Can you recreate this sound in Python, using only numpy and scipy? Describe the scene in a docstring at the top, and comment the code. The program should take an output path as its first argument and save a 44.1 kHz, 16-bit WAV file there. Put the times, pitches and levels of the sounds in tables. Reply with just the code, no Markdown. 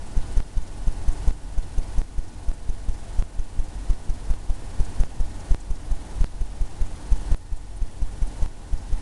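"""Dull thumps in threes and fours on a tenth-second beat, each with a tiny squeak, over room hum and rush.
Thumps, pulsing whine, fizz and faint chirps: most likely a camera's electronics drawing current in bursts.
The hum is a motor in the room plus thin steady tones.
After some thumps the level snaps down with a click and creeps back; a faint hiss stays constant."""
import sys
import numpy as np
from scipy import signal
from scipy.fft import rfft, irfft, next_fast_len
from scipy.io import wavfile

SR = 44100
rng = np.random.default_rng(int(sys.argv[2]) if len(sys.argv) > 2 else 0)


def master_out(mix):
    """Clip the mix to full scale and print it as 16-bit PCM to the path in sys.argv[1]."""
    frames = np.transpose(np.atleast_2d(mix))
    ceiling = np.clip(frames, -1, 1)
    pcm = np.round(ceiling * 32767).astype(np.int16)
    wavfile.write(sys.argv[1], SR, pcm)


N = 397341
TIME_S = np.arange(N) / SR
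BURST_HZ, THUMP_DUE_EVERY_S = 19.87, 0.2312
BURST_INDEX, BURST_AGE_S = (TIME_S * BURST_HZ).astype(int), TIME_S % (1 / BURST_HZ)

# room rumble and rush: freq_hz, density_db_per_hz
RUSH_SPECTRUM = [(10, -47.5), (32, -53.5), (100, -65.5), (205, -73), (260, -72.5), (380, -77.5),
                 (580, -80.5), (850, -78.5), (1250, -88), (1850, -89.5), (2300, -92.5), (4000, -95),
                 (9900, -96.5)]
# swell of the rush: time_s, gain_db
RUSH_SWELL = [(0, -0.5), (.9, -1), (2.2, -0.94), (3.3, -1.1), (4.3, -0.5), (4.85, 0), (5.15, -1.3),
              (6.1, -0.5), (6.5, 0), (7.25, -1.9), (7.45, -1.5), (8.2, -0.75), (9, 1.5)]
# motor hum and thin tones: pitch_hz, level_db, width_hz
HUM_LINES = [(44.1, -40, 6), (87.5, -48, 3.3), (132.9, -66.5, 2.1), (299.2, -59, 2.1), (367.3, -68, 3.5),
             (675, -65.5, 6.6), (822, -71, 8.4), (865, -66.5, 2.5), (1474, -69, 1), (1655, -79.5, 0.69),
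             (1835, -72, 1.2), (2946, -79, 0.93), (7460, -92, 1)]
# whine tones: pitch_hz, level_db
WHINE_TONES = [(4200, -73.5), (9600, -67.5), (10800, -101)]
# hiss pulsing with the whine: freq_hz, density_db_per_hz
WHINE_HISS = [(1000, -108), (2800, -99), (6000, -99.5), (9800, -99.5)]
# squeak bands: pitch_hz, width_hz, level_db, delay_s, length_s
SQUEAK_BANDS = [(502.8, 400, -46, 0.00059, 0.0119), (2580, 1300, -57, 0.00085, 0.01),
                (6160, 220, -51.5, 0.0039, 0.0076), (6900, 590, -60.5, 0.0075, 0.0062),
                (8670, 600, -59, .002, 0.0097), (9860, 260, -56.5, 0.00095, 0.0061)]
# loudest chirps: burst_time_s, mid_pitch_hz, level_db
LOUD_CHIRPS = [(2.54, 8300, -53), (3.24, 8500, -54), (5.61, 7550, -52), (6.26, 4420, -50),
               (7.375, 9400, -50), (7.565, 8230, -48.5), (7.77, 9650, -49.5)]
# level drops: start_s, target_gain_db, click_db
LEVEL_DROPS = [(0.4035, -1, -22), (1.3087, -1.5, -25), (2.0171, -3, -23.5), (2.5158, -2, -27.5),
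               (3.2246, -2.5, -21), (3.933, -0.25, -30), (4.339, -.5, -26), (5.036, 0.5, -21),
               (5.5464, -1.5, -18.5), (6.2435, -2.5, -17.7), (7.3458, -5, -20.5), (8.4608, -3.5, -24)]
# constant hiss: freq_hz, density_db_per_hz
STEADY_HISS = [(1000, -104), (5000, -101), (10000, -100.5)]
# treble roll-off: freq_hz, gain_db
TREBLE_ROLLOFF = [(10000, 0), (11000, -8.5), (12100, -24)]


def gain_of(db):
    """Decibels to amplitude."""
    return 10 ** (np.asarray(db) / 20)


def unit_rms(x):
    """Scale to rms 1."""
    return x / np.sqrt(np.mean(abs(x) ** 2) + 1e-20)


def add(mix, start_s, sound):
    """Mix in at start_s."""
    part = mix[max(round(start_s * SR), 0):][:len(sound)]
    part += sound[:len(part)]


def lowpass(x, corner_hz):
    """One-pole low-pass."""
    pole = np.exp(-2 * np.pi * corner_hz / SR)
    return signal.lfilter([1 - pole], [1, -pole], x)


def window(age_s, length_s, edge_s):
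    """Gate from 0 to length_s, linear edges."""
    return np.clip(np.minimum(age_s, length_s - age_s) / edge_s + .5, 0, 1)


def tone(pitch_hz):
    """Sine, rms 1, random phase."""
    return np.sqrt(2) * np.sin(2 * np.pi * (pitch_hz * TIME_S + rng.random()))


def noise(spectrum):
    """Steady noise of a given spectral density."""
    hz, db = np.transpose(spectrum)
    size = next_fast_len(N)
    density_db = np.interp(np.log(np.fft.rfftfreq(size, 1 / SR) + 1), np.log(hz + 1), db)
    return irfft(rfft(rng.standard_normal(size)) * gain_of(density_db), size)[:N] * np.sqrt(SR / 2)


def noise_band(pitch_hz, width_hz, steadiness=0.):
    """Noise around pitch_hz, rms 1; steadiness 1 flattens its envelope."""
    white = rng.standard_normal(N) + 1j * rng.standard_normal(N)
    wobble = lowpass(lowpass(white, width_hz), width_hz)
    wobble /= (abs(wobble) + 1e-12) ** steadiness
    carrier = np.exp(2j * np.pi * np.cumsum(pitch_hz * np.ones(N)) / SR)
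    return unit_rms((wobble * carrier).real)


def room(waver=0.28):
    """Broad, gently swelling rush; wavering motor hum and thin tones."""
    out = noise(RUSH_SPECTRUM) * gain_of(np.interp(TIME_S, *np.transpose(RUSH_SWELL)))
    for pitch_hz, level_db, width_hz in HUM_LINES:
        line = tone(pitch_hz) + waver * np.sqrt(width_hz) * noise_band(pitch_hz, width_hz)
        out += gain_of(level_db) * unit_rms(line)
    return out


def whine(delay_s=0.009, on_s=0.0287, idle_gain=0.068):
    """Thin tones and hiss, gated once per current burst."""
    gate = window(BURST_AGE_S - delay_s, on_s, edge_s=0.0016)
    tones = sum(gain_of(level_db) * tone(pitch_hz) for pitch_hz, level_db in WHINE_TONES)
    return (idle_gain + (1 - idle_gain) * gate) * (tones + noise(WHINE_HISS))


def fizz(level_db=-64.5, spread_db=6, low_hz=7860, high_hz=12200):
    """One faint high spit per burst; random pitch, onset and level."""
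    pitch, onset, strength = rng.random((BURST_INDEX[-1] + 1, 3))[BURST_INDEX].T
    gain = gain_of(level_db + spread_db * (2 * strength - 1))
    gate = window(BURST_AGE_S - .008 - 0.026 * onset, length_s=0.0057, edge_s=0.0033)
    return gain * gate * noise_band(low_hz + (high_hz - low_hz) * pitch, width_hz=1400)


def thump_times_s(first_due_s=0.0953, first_beat_s=0.1668, late_s=0.0063):
    """Thumps fall due evenly but wait for a beat, so bunch in threes and fours. Every 4th beat lags."""
    beat_s = 2 / BURST_HZ
    due_s = np.arange(first_due_s, TIME_S[-1], THUMP_DUE_EVERY_S)
    beat = np.ceil((due_s - first_beat_s) / beat_s)
    return first_beat_s + beat * beat_s + late_s * (beat % 4 == 1)


def thumps(push_s=0.00952, wait_db_per_s=6, corner_hz=342, slow_hz=10.66, leak_hz=13.4, gain_db=0.3):
    """Flat push, rounded and leaking away: a dip, then a soft rebound. Stronger after a longer wait."""
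    pushes, starts_s = np.zeros(N), thump_times_s()
    for start_s, wait_s in zip(starts_s, np.diff(starts_s, prepend=0)):
        strength = gain_of(wait_db_per_s * (wait_s - THUMP_DUE_EVERY_S))
        add(pushes, start_s, -strength * np.ones(round(push_s * SR)))
    rounded = lowpass(lowpass(pushes, corner_hz), slow_hz)
    return gain_of(gain_db) * (rounded - lowpass(rounded, leak_hz))


def squeaks(gain_db=-1.14, scatter_db=1.05):
    """Low rasp and a few high tones during each thump's push."""
    out, starts_s = np.zeros(N), thump_times_s()
    age_s = np.arange(SR // 40) / SR
    for pitch_hz, width_hz, level_db, delay_s, length_s in SQUEAK_BANDS:
        gate = window(age_s - delay_s, length_s, edge_s=0.00028)
        envelope = np.zeros(N)
        for start_s in starts_s:
            add(envelope, start_s, gain_of(rng.normal(gain_db, scatter_db)) * gate)
        out += gain_of(level_db) * envelope * noise_band(pitch_hz, width_hz, steadiness=0.65)
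    return out


def chirps(level_db=-58, scatter_db=2.5, low_hz=3600, high_hz=9000, stray_chance=.07,
           middle_s=.022, length_s=0.014, fall_hz_per_s=100000):
    """Falling noise band on the burst after each thump, occasionally on others."""
    bursts = np.arange(BURST_INDEX[-1] + 1)
    pitch, chance = rng.random((len(bursts), 2)).T
    after_thump = np.isin(bursts - 1, (thump_times_s() * BURST_HZ).astype(int))
    active = after_thump | (chance < stray_chance)
    mid_hz = low_hz + (high_hz - low_hz) * pitch
    gain = active * gain_of(rng.normal(level_db, scatter_db, len(bursts)))
    for time_s, loud_hz, loud_db in LOUD_CHIRPS:
        burst = int(time_s * BURST_HZ)
        mid_hz[burst], gain[burst] = loud_hz, gain_of(loud_db)
    from_middle_s = BURST_AGE_S - middle_s
    gate = window(from_middle_s + length_s / 2, length_s, edge_s=.008)
    sweep_hz = mid_hz[BURST_INDEX] - fall_hz_per_s * from_middle_s
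    return gain[BURST_INDEX] * gate * noise_band(sweep_hz, width_hz=990)


def level_drops(initial_db=1.9, recovery_db_per_s=7.5, smoothing_hz=49.5):
    """Gain curve: fast fall at each drop, steady climb between."""
    start_s, target_db, _ = np.transpose(LEVEL_DROPS)
    latest = np.searchsorted(start_s, TIME_S, "right")
    age_s = TIME_S - np.r_[0, start_s][latest]
    gain_db = np.r_[initial_db, target_db][latest] + recovery_db_per_s * age_s
    return gain_of(lowpass(gain_db, smoothing_hz))


def clicks(leak_hz=40.5, corner_hz=7000):
    """Negative step at each level drop, leaking away."""
    steps = np.zeros(N)
    decay = np.exp(-2 * np.pi * leak_hz * TIME_S[:SR // 10])
    for start_s, _, click_db in LEVEL_DROPS:
        add(steps, start_s, -gain_of(click_db) * decay)
    return lowpass(steps, corner_hz)


def scene():
    """Room, thumps and small electrical noises; mono."""
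    return (room() + thumps() + squeaks() + whine() + fizz() + chirps())[None]


def record(dry, cutoff_hz=12300):
    """Level drops, clicks and steady hiss, then treble roll-off."""
    mix = dry * level_drops() + clicks() + noise(STEADY_HISS)
    freq_hz = np.linspace(0, SR / 2, num=513)
    response = gain_of(np.interp(freq_hz, *np.transpose(TREBLE_ROLLOFF))) * (freq_hz < cutoff_hz)
    taps = signal.firwin2(255, freq_hz, response, window=("kaiser", 8), fs=SR)
    return signal.oaconvolve(mix, taps[None], "same")


dry = scene()
out = record(dry)
master_out(out)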